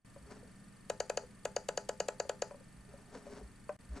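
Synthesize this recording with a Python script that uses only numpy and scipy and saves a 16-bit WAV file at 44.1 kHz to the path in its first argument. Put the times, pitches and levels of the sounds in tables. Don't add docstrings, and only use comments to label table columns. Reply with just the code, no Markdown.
import sys
import numpy as np
from scipy import signal
from scipy.fft import rfft, irfft, next_fast_len
from scipy.io import wavfile
from scipy.ndimage import uniform_filter1d, map_coordinates

SR = 44100
rng = np.random.default_rng(int(sys.argv[2]) if len(sys.argv) > 2 else 0)


def to_wav(s):
    ch = np.atleast_2d(s).T
    pcm = np.round(np.clip(ch, -1, 1) * 32767)
    wavfile.write(sys.argv[1], SR, pcm.astype(np.int16))


N = 176400
TIME = np.arange(N) / SR
RING = TIME[:SR // 3]

# frequency in Hz, relative density in dB per Hz.
FLOOR_COLOUR = [(25, -3), (45, -3.5), (85, -5.5), (110, -7), (145, -3), (190, -1), (225, -4.5), (260, -6),
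                (350, -15), (600, -17), (880, -21), (1200, -20.5), (1800, -20.5), (2600, -26),
                (3800, -31.5), (6000, -31), (9500, -27.5), (11000, -37), (13000, -40.5)]
# frequency in Hz, left-right likeness from 0 to 1.
FLOOR_ALIKE = [(60, 0.77), (180, 0.92), (520, 0.25), (1550, 0.78), (4590, 0.47), (13600, 0.28)]
# frequency in Hz, rms level in dB.
HUM_TONES = [(60, -73.5), (120, -68), (197, -66.5), (1200, -79.5), (1800, -76.5), (9841, -85.5)]
# frequency in Hz, time of a first pip in seconds, peak level in dB.
PIPS = [(4493, 0.0186, -66), (9120, 0.0185, -64.5), (8005, 0.0243, -65)]
FLOOR_DB = -58.5
PIPS_PER_S, PIP_WIDTH_S = 24, 0.0032

# start in seconds, peak level in dB, frequency in Hz, length in seconds.
BUMPS = [(0.195, -51, 62.7, 0.1), (2.741, -51.5, 56, 0.11), (3.405, -44.5, 57, 0.093),
         (3.882, -37, 59.7, 0.089)]

# time in seconds, relative level in dB.
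ROLL_GESTURES = [
    [(0.2, -95), (0.228, -82), (0.234, -82.5), (0.312, -58.5), (0.464, -81.5), (0.474, -69), (0.508, -79),
     (0.516, -84), (0.55, -95)],
    [(2.85, -77), (2.876, -80), (2.924, -66.5), (3.076, -78), (3.152, -56), (3.214, -68.5), (3.306, -59.5),
     (3.382, -60), (3.55, -88)],
    [(3.85, -92), (3.864, -78), (3.872, -86), (3.886, -89), (3.892, -77), (3.922, -68), (3.926, -66.5),
     (3.978, -59), (4.0, -60)],
]
# frequency in Hz, relative level in dB.
RUB_COLOUR = [(150, -5), (230, -1.5), (270, 7.5), (335, -14), (410, 9), (490, -11.5), (570, -2), (680, -2),
              (800, -7.5), (1500, -12), (3300, -25.5), (5700, -21), (8000, -27), (13000, -57)]
ROLL_DB = 7
GRAINS_PER_S, GRAIN_SHARE = 250, 0.37
GRIP_DB, GRIP_PER_S = 3, 60

# start in seconds, level in dB before the bass cut, pitch in Hz,
# lift of overtones and scuff in dB.
KNOCKS = [(.161, -45.5, 554, -1), (.428, -49, 492, -15), (1.234, -42.5, 497, -10), (2.251, -41.5, 538, -7),
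          (2.509, -41, 571, 2.5), (2.543, -44.5, 563, -1.5), (2.606, -53, 530, -5),
          (2.938, -45.5, 553, -17), (3.148, -39.5, 489, 0), (3.266, -43, 572, -10), (3.3, -44.5, 414, -10),
          (3.411, -42.5, 411, -10), (3.692, -30.5, 599, 2.5)]
# ratio to the pitch, t60 in seconds, relative level in dB.
BALL_MODES = [(1, 0.069, 1.5), (.88, 0.044, -11.5), (1.27, 0.078, -12.5), (1.5, 0.042, -13.5),
              (1.7, 0.019, -1.5), (1.92, 0.0095, -15), (2.6, 0.048, -16.5), (3.3, 0.018, -16),
              (4.2, 0.014, -15)]
KNOCK_RISE_S, SCUFF_DB, SCUFF_T60_S = 0.0011, -16.5, 0.033

# press in seconds, release in seconds.
STROKES = [(0.8993, 1.0025), (1.0983, 1.1731), (1.4529, 1.564), (1.6877, 1.7751), (1.891, 2.0021),
           (2.0849, 2.1996), (2.2943, 2.4207)]
# frequency in Hz, t60 in seconds, typical dB on press and dB on release before the bass cut.
SHELL_MODES = [(454, 0.01, -52, -46), (535, 0.022, -17.5, -16.5), (660, 0.029, -30, -25.5),
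               (753, 0.015, -29.5, -26), (1021, 0.065, -44, -51.5), (1307, 0.033, -37, -37),
               (1463, 0.058, -40.5, -40.5), (1659, 0.03, -34.5, -33.5), (1875, .026, -38, -37),
               (2216, 0.017, -40.5, -38.5), (2543, 0.021, -37, -37), (2855, .011, -32.5, -28)]
# frequency in Hz, t60 in seconds, typical dB on press, typical dB on release.
SWITCH_MODES = [(3930, 0.014, -39, -41), (4583, 0.008, -30, -25.5), (4780, 0.0085, -39, -31),
                (5930, 0.015, -40.5, -36), (6776, 0.0082, -25.5, -19.5), (7335, 0.0075, -27.5, -27.5),
                (8450, 0.0045, -38, -39.5), (10200, .0013, -12.5, -14.5)]
# frequency in Hz, t60 in seconds, level in dB before the bass cut.
DESK_MODES = [(406.7, 0.31, -49.5), (512.4, 0.52, -57), (589, 0.05, -34), (646.4, 0.2, -46),
              (865.5, 0.19, -48), (1303, 0.084, -58.5)]
# frequency in Hz, relative level in dB.
CRACK_COLOUR = [(1000, -22), (2800, 6.5), (3400, -2.5), (4700, -7), (5500, -22.5), (7200, -5),
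                (9000, -10.5), (13000, -21)]
# frequency in Hz, relative level in dB.
FLEX_COLOUR = [(1500, -21), (4500, -4), (6700, -6), (9000, -10), (13000, -28)]
SHELL_CUT_HZ = 393
SHELL_RISE_S, SWITCH_RISE_S = 0.0024, 0.0011
STROKE_SPREAD_DB = 0.58
PRESS_CRACK_DB, RELEASE_CRACK_DB, CRACK_T60_S = -39, -42, 0.02
FLEX_DB, FLEX_LEAD_S, FLEX_WIDTH_S = -44, 0.0011, 0.00074

# delay in seconds, level in dB.
NEAR_WALLS = [(.0031, -32.5), (.0052, -15), (.0084, -44.5)]
# delay in seconds, level in dB.
FAR_WALLS = [(.035, -25), (.0495, -27.5), (.061, -28.5), (.069, -35)]
# frequency in Hz, t60 in seconds.
ROOM_T60 = [(300, 0.1), (1200, 0.13), (5000, 0.28), (11000, 0.2)]
# frequency in Hz, level in dB.
ROOM_SEND = [(300, -27), (520, -17), (900, -5.5), (1600, -10), (3000, -16.5), (4700, -14.5), (5600, -8.5),
             (6800, -19), (8000, -11), (11000, -22)]
# frequency in Hz, left-right likeness from 0 to 1.
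ROOM_ALIKE = [(500, .95), (2000, 0.38), (6000, 0.76)]
ROOM_DELAY_S = 0.0061

# frequency in Hz, left over right in dB.
LEFT_LOUDER = [(100, 1), (500, 3.1), (1000, 2.3), (1700, .5), (2800, 4), (3800, 3), (4600, 5), (5100, 1),
               (6700, 5.5), (7600, 2), (10000, 3)]
# frequency in Hz, left ahead of right in radians.
LEFT_LEADS = [(500, .26), (1200, .07), (1900, .08), (2600, .8), (3100, .2), (4500, .3), (5050, 1.5),
              (5800, .8), (6800, .45), (8000, 0)]
# start in seconds, end in seconds.
DIPS = [(0, .047), (3.766, 3.789)]
DIP_DB, TOP_HZ = -24, 13200


def amp(db):
    return 10 ** (np.asarray(db) / 20)


def unit(x):
    return x / np.sqrt(np.mean(x ** 2) + 1e-20)


def along(points, hz):
    f, v = np.transpose(points)
    return np.interp(np.log(hz + 1), np.log(f + 1), v)


def filtered(x, response):
    n = x.shape[-1]
    padded = next_fast_len(n + SR // 4)
    hz = np.fft.rfftfreq(padded, 1 / SR)
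    return irfft(rfft(x, padded) * response(hz), padded)[..., :n]


def coloured(x, spectrum):
    return unit(filtered(x, lambda hz: amp(along(spectrum, hz))))


def noise(spectrum, t):
    return coloured(rng.standard_normal(len(t)), spectrum)


def spread(pair, alike):
    def mid_side(hz):
        turn = np.arccos(np.clip(along(alike, hz), 0, 1)) / 2
        return np.array([np.cos(turn), np.sin(turn)])

    mid, side = filtered(pair, mid_side)
    return np.array([mid + side, mid - side])


def fade(t60):
    return np.exp(-np.log(1000) * RING / t60)


def swell_in(rise_s):
    return np.sin(np.pi / 2 * np.minimum(RING / rise_s, 1)) ** 2


def ring(modes, rise_s):
    tones = sum(amp(db) * fade(t60) * np.sin(2 * np.pi * hz * RING) for hz, t60, db in modes)
    return swell_in(rise_s) * tones


def add(track, s, sound):
    part = track[max(round(s * SR), 0):][:len(sound)]
    part += sound[:len(part)]


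def radiate(x):
    return signal.sosfilt(signal.butter(6, SHELL_CUT_HZ, "highpass", fs=SR, output="sos"), x)


def electrical_pips():
    out = np.zeros(N)
    for hz, first_s, db in PIPS:
        beat = (TIME - first_s) * PIPS_PER_S
        from_pip_s = ((beat + 0.5) % 1 - 0.5) / PIPS_PER_S
        gate = np.exp(-(from_pip_s / PIP_WIDTH_S) ** 2)
        phases = rng.random(int(N / SR * PIPS_PER_S) + 3)
        phase = phases[np.round(beat).astype(int) + 1]
        out += amp(db) * gate * np.sin(2 * np.pi * (hz * TIME + phase))
    return out


def background():
    air = spread(np.array([noise(FLOOR_COLOUR, TIME), noise(FLOOR_COLOUR, TIME)]), FLOOR_ALIKE)
    hum = np.zeros(N)
    for hz, db in HUM_TONES:
        hum += np.sqrt(2) * amp(db) * np.sin(2 * np.pi * (hz * TIME + rng.random()))
    return amp(FLOOR_DB) * air + hum + electrical_pips()


def desk_bumps():
    out = np.zeros(N)
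    for s, db, hz, length in BUMPS:
        hump = np.sin(np.pi * np.minimum(RING / length, 1)) ** 2
        add(out, s, amp(db) * hump * np.sin(2 * np.pi * hz * RING))
    return out


def ball_rolling():
    level = np.zeros(N)
    for gesture in ROLL_GESTURES:
        level += amp(np.interp(TIME, *np.transpose(gesture), left=-120, right=-120))
    grains = unit((rng.random(N) < GRAINS_PER_S / SR) * rng.uniform(-0.97, 1, N))
    rub = coloured(GRAIN_SHARE * grains + rng.standard_normal(N) / 2, RUB_COLOUR)
    grip = map_coordinates(rng.standard_normal(size=1024), [TIME * GRIP_PER_S], mode="wrap")
    return amp(ROLL_DB + GRIP_DB * grip) * level * rub


def ball_knocks():
    out = np.zeros(N)
    for s, db, hz, bright_db in KNOCKS:
        lift = [0] + [bright_db] * (len(BALL_MODES) - 1)
        modes = [(hz * ratio, t60, level + up) for (ratio, t60, level), up in zip(BALL_MODES, lift)]
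        scuff = amp(SCUFF_DB + bright_db) * fade(SCUFF_T60_S) * noise(RUB_COLOUR, RING)
        add(out, s, amp(db) * radiate(ring(modes, KNOCK_RISE_S) + scuff))
    return out


def thrown(modes, released):
    return [(hz, t60, (up_db if released else down_db) + rng.normal(0, STROKE_SPREAD_DB))
            for hz, t60, down_db, up_db in modes]


def snap(released):
    body = radiate(ring(thrown(SHELL_MODES, released), SHELL_RISE_S) + ring(DESK_MODES, SHELL_RISE_S))
    spring = ring(thrown(SWITCH_MODES, released), SWITCH_RISE_S)
    crack_db = RELEASE_CRACK_DB if released else PRESS_CRACK_DB
    crack = amp(crack_db) * fade(CRACK_T60_S) * noise(CRACK_COLOUR, RING)
    return (-1 if released else 1) * body + spring + crack


def spring_flex():
    swell = np.exp(-(RING / FLEX_WIDTH_S - 2) ** 2 / 2)
    return amp(FLEX_DB) * swell * noise(FLEX_COLOUR, RING)


def button():
    out = np.zeros(N)
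    for stroke in STROKES:
        for released, s in enumerate(stroke):
            add(out, s - FLEX_LEAD_S - 2 * FLEX_WIDTH_S, spring_flex())
            add(out, s, snap(released))
    return out


def echoes(table, hz):
    return sum(amp(db) * np.exp(-2j * np.pi * hz * s) for s, db in table)


def walls(x, near_hz, far_hz):
    def response(hz):
        treble = hz ** 2 / (hz ** 2 + near_hz ** 2)
        bass = np.exp(-(hz / far_hz) ** 2)
        return echoes(NEAR_WALLS, hz) * treble + echoes(FAR_WALLS, hz) * bass

    return filtered(x, response)


def room(x):
    hz, t, grid = signal.stft(rng.standard_normal((2, SR // 2)), SR, nperseg=256)
    decay = np.exp(-np.log(1000) * t / along(ROOM_T60, hz)[:, None])
    energy = np.mean(decay ** 2, axis=1, keepdims=True) * (SR // 2)
    decay *= amp(along(ROOM_SEND, hz))[:, None] / np.sqrt(energy)
    tail = spread(signal.istft(grid * decay, SR, nperseg=256)[1], ROOM_ALIKE)
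    delayed = np.pad(x, (round(ROOM_DELAY_S * SR), 0))
    return signal.fftconvolve(delayed[None], tail, axes=1)[:, :N]


def scene():
    dry = button() + ball_knocks() + ball_rolling()
    sides = np.array([[0.5], [-0.5]])
    near = dry + walls(dry, near_hz=1200, far_hz=1520)
    direct = filtered(near, lambda hz: np.exp(1j * sides * along(LEFT_LEADS, hz)))
    trackball = filtered(direct + room(dry), lambda hz: amp(sides * along(LEFT_LOUDER, hz)))
    return trackball + desk_bumps() + background()


def record(dry):
    dipped = sum(1. * ((TIME >= start) & (TIME < end)) for start, end in DIPS)
    gain = amp(DIP_DB * uniform_filter1d(dipped, size=40))
    return filtered(dry * gain, lambda hz: hz < TOP_HZ)


dry = scene()
out = record(dry)
to_wav(out)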